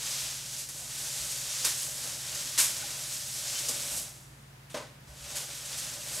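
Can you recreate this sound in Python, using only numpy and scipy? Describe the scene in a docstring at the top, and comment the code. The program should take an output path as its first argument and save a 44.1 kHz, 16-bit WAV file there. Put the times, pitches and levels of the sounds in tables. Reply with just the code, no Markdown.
"""Wet scrubbing hisses and fizzes back and forth over a steel muffler, above a low hum in a small workshop.
Dense crackles make the rag and suds, and each pass also sets the shell's damped modes ringing softly.
Shaped bursts of the same kind of grain squirt water out of the folds; damped tones add pips and nudges.
Near the end the scrubbing pauses, the rag slaps the metal once with a throbbing ring, and new passes follow."""
import sys
import numpy as np
from scipy import signal
from scipy.fft import rfft, irfft
from scipy.io import wavfile

SR = 44100
rng = np.random.default_rng(int(sys.argv[2]) if len(sys.argv) > 2 else 0)


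def bounce(signal):
    """Save signal as a 16-bit WAV file at the path given by the first command-line argument."""
    frames = np.transpose(np.atleast_2d(signal))
    limited = np.clip(frames, -1, 1)
    pcm = np.round(limited * 32767).astype(np.int16)
    wavfile.write(sys.argv[1], SR, pcm)


N = 273420
TIME = np.arange(N) / SR
BINS = np.fft.rfftfreq(N, 1 / SR)


def amp(db):
    """Decibels to gain."""
    return 10 ** (np.asarray(db) / 20)


def unit(x):
    """Scales to rms 1."""
    return x / np.sqrt(np.mean(x ** 2) + 1e-20)


def read(points, hz):
    """Reads a table along a log-frequency axis."""
    f, value = np.transpose(points)
    return np.interp(np.log(hz + 1), np.log(f + 1), value)


def tilt(x, points):
    """Applies a table of gains in dB to the spectrum."""
    return irfft(rfft(x) * amp(read(points, BINS)), N)


def colour(x, points):
    """Gives a sound a spectrum, at rms 1."""
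    return unit(tilt(x, points))


def wander(rate_hz):
    """Slow chance of rms 1, up to about the given rate."""
    return unit(irfft(rfft(rng.standard_normal(N)) / (1 + (BINS / rate_hz) ** 4), N))


def crackle(per_s, spread_db, share):
    """Tiny bursts of unequal size over a blur of countless smaller ones; share is the bursts' part of the power."""
    sizes = amp(spread_db * np.minimum(rng.exponential(1, N), 4))
    happens = rng.random(N) < per_s / SR
    clicks = sizes * rng.choice([-1., 1.], N) * happens
    share = np.clip(share, 0, 1)
    return np.sqrt(share) * unit(clicks) + np.sqrt(1 - share) * rng.standard_normal(N)


def burst(start_s, swell_s, decay_s):
    """An envelope that swells to 1 and dies away, falling to 1/e in decay_s."""
    age = np.maximum(TIME - start_s, 0)
    attack = np.sqrt(np.minimum(age / swell_s, 1))
    return attack * np.exp(-np.maximum(age - swell_s, 0) / decay_s)


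def pings(rows, swell_s):
    """Single damped sine tones, each under its own burst."""
    return sum(amp(db) * burst(s, swell_s, decay) * np.sin(2 * np.pi * hz * (TIME - s))
               for s, hz, db, decay in rows)


# stereo spread of the moving source: pitch_hz [Hz], side_against_common_db [dB]
WIDTH = [(200, -43), (1000, -12), (3000, -39.5), (6500, -49), (8200, -19), (10000, -8.5), (12000, -4.5),
         (13500, -6.5), (15800, -5)]


def wet(grains, points):
    """Coloured grains at the two microphones, each grain leaning a little to one side; common sound at rms 1."""
    side = tilt(grains * rng.standard_normal(N), WIDTH)
    pair = tilt(np.array([grains + side, grains - side]), points)
    return pair / np.std(pair.mean(0))


# mains and motor tones: pitch_hz [Hz], level_db [dB rms]
HUM_TONES = [(58, -66), (89, -68), (120, -61), (138.7, -58), (240, -79.5)]
# colour of the room's rush: pitch_hz [Hz], relative_level_db [dB per Hz]
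AIR_COLOUR = [(20, -18), (36, -10), (60, -15), (80, -12), (130, 3.5), (180, -0.5), (300, -7), (450, -10),
              (1000, -11), (2000, -12.5), (4000, -18), (8000, -21), (12000, -22.5), (15800, -29)]
# how far the rush spreads: pitch_hz [Hz], side_against_common_db [dB]
AIR_SPREAD = [(110, -53), (200, -28), (400, -4.5), (700, 0), (4500, -0.5), (15800, -7)]


def background(air_db=-57, waver_rad=0.15):
    """A hum of sines with slightly wavering phase, over coloured noise that comes from all sides."""
    hum = np.zeros(N)
    for hz, db in HUM_TONES:
        phase = 2 * np.pi * (hz * TIME + rng.random()) + waver_rad * wander(rate_hz=2.2)
        hum += amp(db) * np.sqrt(2) * np.sin(phase)
    common = colour(rng.standard_normal(N), AIR_COLOUR)
    side = tilt(colour(rng.standard_normal(N), AIR_COLOUR), AIR_SPREAD)
    return hum + amp(air_db) * np.array([common + side, common - side])


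# loudness of the reflections: pitch_hz [Hz], echo_level_db [dB]
ROOM_LEVEL = [(60, -49), (150, -24), (280, -11), (1000, -21.5), (2000, -10.5), (4000, -12), (6500, -18.5),
              (9000, -11.5), (15800, -23)]
# length of the reflections: pitch_hz [Hz], t60_s [s]
ROOM_DECAY = [(200, 0.71), (2000, 0.48), (7000, 0.17), (15800, 0.23)]


def room(x):
    """Bench and wall reflections as decaying noise, different at each microphone, treble shorter than bass."""
    hz, t, z = signal.stft(rng.standard_normal((2, SR // 2)), SR, nperseg=256)
    t60_s = read(ROOM_DECAY, hz)[:, None]
    energy = SR * t60_s / np.log(10 ** 6)  # keeps a long tail from sounding louder
    tail = signal.istft(z * amp(-60 * t / t60_s) / np.sqrt(energy), SR, nperseg=256)[1]
    sent = tilt(x.mean(0), ROOM_LEVEL)
    return signal.fftconvolve(sent[None], tail, axes=1)[:, :N]


# dull knocks of the bench: start_s [s], pitch_hz [Hz], level_db [dB], decay_s [s to 1/e]
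NUDGES = [(0.22, 60, -51, .05), (1.2, 64, -50, .05), (2.43, 60.4, -51, 0.044), (3.92, 57.4, -54, 0.093),
          (4.27, 59, -54, .08), (5.09, 62.4, -46.5, .05), (5.205, 62.3, -48, 0.058)]


def nudges():
    """The bench gives low, damped thuds when nudged."""
    return pings(NUDGES, swell_s=0.015)


# small pips: two low bubbles and a thin 3 kHz squeak of the cloth:
# start_s [s], pitch_hz [Hz], level_db [dB], decay_s [s to 1/e]
PIPS = [(2.82, 1480, -42, 0.0074), (2.833, 818, -44, 0.013), (3.55, 3070, -40, .03)]


def pips():
    """Two bubbles and a squeak of the cloth, each a short damped tone."""
    return pings(PIPS, swell_s=0.0093)


# modes of the muffler, damped by wet cloth: pitch_hz [Hz], relative_level_db [dB], t60_s [s]
SHELL_MODES = [(248.7, -11, 0.39), (259.6, -12, 0.23), (472.5, -5, 0.14), (519, -1.5, 0.14),
               (574.8, 2, 0.17), (589, 0, 0.091), (613, -0.5, 0.19), (653, -15, 0.086), (794, -1, 0.2),
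               (1003, -0.5, 0.06), (1245, -6.5, 0.21), (1364, -9, 0.25), (1495, 1, 0.11),
               (1960, -3.5, 0.092), (2140, -20, 0.23), (2660, -17, 0.1)]


def shell(push):
    """The muffler's modes ring under a push; steady noise keeps its level."""
    t = TIME[:SR // 2]
    ring = sum(amp(db - 60 * t / t60) * np.cos(2 * np.pi * hz * t) for hz, db, t60 in SHELL_MODES)
    return signal.fftconvolve(push, ring / np.linalg.norm(ring))[:N]


# a light early flop, then the main slap and its throbbing tail:
# start_s [s], smack_db [dB], decay_s [s to 1/e], blow_to_shell_db [dB]
SLAPS = [(3.69, -44, 0.043, -18), (4.743, -35, 0.03, -10), (4.768, -45.5, 0.075, -19), (4.8, -72, .02, -21),
         (4.822, -62, 0.064, -24)]
# colour of the wet smack: pitch_hz [Hz], relative_level_db [dB per Hz]
SMACK_COLOUR = [(100, -27), (250, 2), (370, -1), (560, 9.5), (760, -4.5), (1000, 2.5), (1500, -3),
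                (2500, -3.5), (6000, -5.5), (9000, -10.5), (12000, -20), (15800, -32)]


def slaps(swell_s=0.0013, contact_s=0.00061, settle_db=-25, settle_decay_s=0.018):
    """Wet smacks and blows on the shell; the later rows imitate the throb of close modes beating after one slap."""
    splat = wet(crackle(per_s=8400, spread_db=9.0, share=0.17), SMACK_COLOUR)
    smack = sum(amp(db) * burst(s, swell_s, decay) for s, db, decay, _ in SLAPS)
    settling = amp(settle_db) * rng.standard_normal(N)  # relative to the blow
    push = np.zeros(N)
    for s, _, _, blow_db in SLAPS:
        blow = np.exp(-((TIME - s - swell_s) / contact_s) ** 2)
        push += amp(blow_db) * (blow / blow.sum() + settling * burst(s, swell_s, settle_decay_s))
    return smack * splat + shell(push)


# water leaving the rag, small spits to full squirts:
# start_s [s], level_db [dB], swell_s [s], decay_s [s to 1/e], gurgle_against_spray_db [dB]
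SQUISHES = [(0.57, -39, 0.027, 0.038, -21), (0.687, -38.5, 0.0041, 0.024, -11),
            (1.28, -38, 0.036, 0.06, -25), (1.645, -24, 0.0039, 0.044, -8.5), (1.827, -34, .003, .01, -22),
            (2.577, -25, 0.00087, 0.0067, -5.5), (2.582, -20.5, 0.0079, 0.068, -10.5),
            (2.765, -41, .002, 0.012, -23), (3.11, -39, 0.032, .035, -13), (3.684, -27, 0.0056, 0.023, -22),
            (3.965, -35, 0.019, 0.025, -27), (4.697, -51, .004, 0.072, -2),
            (5.352, -33.5, 0.017, 0.053, -9.5), (5.65, -42, .01, .025, -18),
            (5.765, -36.5, 0.026, 0.049, -27)]
# colour of droplets and popping foam, also used by the scrubbing: pitch_hz [Hz], relative_level_db [dB per Hz]
SPRAY_COLOUR = [(300, -78), (1200, -31), (2500, -18.5), (4000, -4.5), (7200, 1.5), (9500, -1.5),
                (11500, -4), (13500, -11.5), (15800, -24)]
# colour of the lower gurgle: pitch_hz [Hz], relative_level_db [dB per Hz]
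GURGLE_COLOUR = [(150, -20), (400, -7), (700, -10.5), (950, -3), (1400, -2), (2400, 1), (3500, 1.5),
                 (6000, -15), (15800, -40)]


def squishes():
    """Pressed folds spit a dense spray of droplets, with a lower gurgle when they hold much water."""
    spray = wet(crackle(per_s=3500, spread_db=0.5, share=0.71), SPRAY_COLOUR)
    gurgle = wet(crackle(per_s=1800, spread_db=1.0, share=0.14), GURGLE_COLOUR)
    return sum(amp(db) * burst(s, swell, decay) * (spray + amp(gurgle_db) * gurgle)
               for s, db, swell, decay, gurgle_db in SQUISHES)


# how far a pass has fallen at its nominal ends, and how round its top is
TURN_DB, STROKE_ARCH = 6.5, 1.8


def sweep(peak_s, rise_s, fall_s):
    """Loudness of one pass: the hand speeds up, then slows to turn round."""
    away = np.maximum((peak_s - TIME) / rise_s, (TIME - peak_s) / fall_s)
    return amp(-TURN_DB * np.minimum(away, 10) ** STROKE_ARCH)


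def linger(gain, power_fade_s=0.11):
    """A level that follows the rubbing late; its power fades slowly afterwards."""
    keep = np.exp(-1 / (power_fade_s * SR))
    return np.sqrt(signal.lfilter([1 - keep], [1, -keep], gain ** 2))


# passes of the rag, before each layer's trim; the last three levels are relative to level_db:
# fastest_s [s], rise_s [s], fall_s [s], level_db [dB], scrape_db [dB], fizz_db [dB], weight_on_shell_db [dB]
STROKES = [(0.15, 0.27, 0.26, -35.5, 0, -1, -22.5), (0.57, 0.11, 0.094, -39.5, -7, 0, -19.5),
           (0.79, 0.077, 0.086, -42.5, -6, 3, -13.5), (0.98, 0.096, 0.15, -40.5, 2, 3.5, -20.5),
           (1.22, 0.24, 0.34, -37.5, -2, 1.5, -18), (1.61, 0.16, 0.18, -35, -2.5, -7, -32),
           (1.83, 0.3, 0.17, -40, -2, 5.5, -16), (2.08, 0.13, 0.14, -38.5, 0, 1, -15.5),
           (2.4, 0.2, 0.3, -37.5, 0.5, 0.5, -18), (2.83, 0.2, 0.3, -40.5, 3, 1.5, -13.5),
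           (3.16, 0.26, 0.17, -40, -4, 2, -24), (3.38, .1, 0.067, -38, -19, 2.5, -19),
           (3.5, 0.068, 0.24, -35, -4, -3, -22.5), (3.8, 0.3, 0.22, -39.5, 2, 4, -13),
           (3.96, 0.072, 0.062, -41.5, 3, 9, -9.5), (5.37, 0.15, .13, -43, 4, 1.5, -9.5),
           (5.57, 0.099, 0.038, -46.5, 5, 4, -27), (5.82, 0.26, 0.21, -40.5, 3.5, 1, -14),
           (6.19, 0.14, .15, -39, 3, 4.5, -12)]
# colours of wet threads, coarse weave, suds and dragging hand: pitch_hz [Hz], relative_level_db [dB per Hz]
HISS_COLOUR = [(200, -35), (900, -17), (2000, -8.5), (3200, -3.5), (4500, -0.5), (6000, 2), (7300, 1),
               (8500, -5), (10000, -7), (12000, -11.5), (15800, -25.5)]
SCRAPE_COLOUR = [(120, -10), (250, -2.5), (380, -10), (520, 1.5), (730, -2.5), (1000, 0), (1500, 3),
                 (2400, 4.5), (3500, 6), (6000, 3.5), (15800, -24)]
FIZZ_COLOUR = [(500, -64), (5000, -8), (8000, 5.5), (9800, -0.5), (11300, 0.5), (12500, -4.5), (14000, -9),
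               (15800, -18)]
RUMBLE_COLOUR = [(30, -9), (60, 6), (100, 4), (250, -10.5), (330, 2), (450, -14), (700, -0.5), (1200, -7),
                 (4000, -60)]


def stroke_levels(bite_lead_s=0.017):
    """Sums the power of all passes into levels for rub, coarse weave, foam and weight."""
    # the hand comes down on the dropped rag, which shifts wetly in every layer
    settle = amp(-58) * burst(start_s=5.07, swell_s=0.018, decay_s=0.059)
    power = np.tile(settle ** 2, (4, 1))
    for s, rise, fall, db, scrape_db, fizz_db, weight_db in STROKES:
        glide = amp(db) * sweep(s, rise, fall)
        bite = amp(db) * sweep(s - bite_lead_s, rise, fall)  # the weave bites before the cloth glides
        power += np.square([glide, amp(scrape_db) * bite, amp(fizz_db) * glide, amp(weight_db) * glide])
    return np.sqrt(power)


def scrubbing(slow_db=0.52, fast_db=0.05, lean_db=1.5):
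    """Wet threads catch and let go on the steel, suds burst between them, and the shell answers."""
    rub, coarse, foam, weight = stroke_levels()
    # folds of cloth drag unevenly
    grip = amp(slow_db * wander(rate_hz=20) + fast_db * wander(rate_hz=200))
    hiss = amp(-0.7) * rub * wet(crackle(per_s=3500, spread_db=-2.0, share=0.48), HISS_COLOUR)
    scrape = amp(-8.0) * coarse * wet(crackle(per_s=1200, spread_db=3.0, share=0.31), SCRAPE_COLOUR)
    fizz = amp(-4.5) * foam * wet(crackle(per_s=3000, spread_db=-3.0, share=0.68), FIZZ_COLOUR)
    # foam left on the steel goes on popping after a pass
    suds = amp(-14) * linger(rub) * wet(crackle(per_s=2000, spread_db=2.0, share=0.44), SPRAY_COLOUR)
    # sparser, larger bubbles snap under the cloth
    drips = amp(-25) * rub * wet(crackle(per_s=25, spread_db=-3.0, share=0.91), SPRAY_COLOUR)
    # the hand's shifting weight both rings the shell and rumbles through the bench
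    weight = weight * amp(lean_db * wander(rate_hz=16))
    ring = shell(amp(-1.0) * weight * crackle(per_s=300, spread_db=3.0, share=0.77))
    rumble = amp(-5.5) * weight * colour(rng.standard_normal(N), RUMBLE_COLOUR)
    return grip * (hiss + scrape + fizz) + suds + drips + ring + rumble


def scene():
    """All the sources in the workshop, with its reflections."""
    dry = background() + nudges() + pips() + slaps() + squishes() + scrubbing()
    return dry + room(dry)


# unlike colour of the two microphones: pitch_hz [Hz], left_minus_right_db [dB]
BALANCE = [(200, 0), (1000, .9), (4000, .4), (8000, .3), (10000, -1.2), (11800, -2.8), (14500, -1)]
EDGE_HZ = 15800


def record(dry):
    """Two close microphones of slightly unlike colour, then a low-pass at the band edge."""
    lean_db = read(BALANCE, BINS) * np.array([[.5], [-.5]])
    pair = irfft(rfft(dry) * amp(lean_db), N)
    low_pass = signal.firwin(1023, EDGE_HZ, window=("kaiser", 9), fs=SR)
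    return signal.oaconvolve(pair, low_pass[None], "same")


dry = scene()
out = record(dry)
bounce(out)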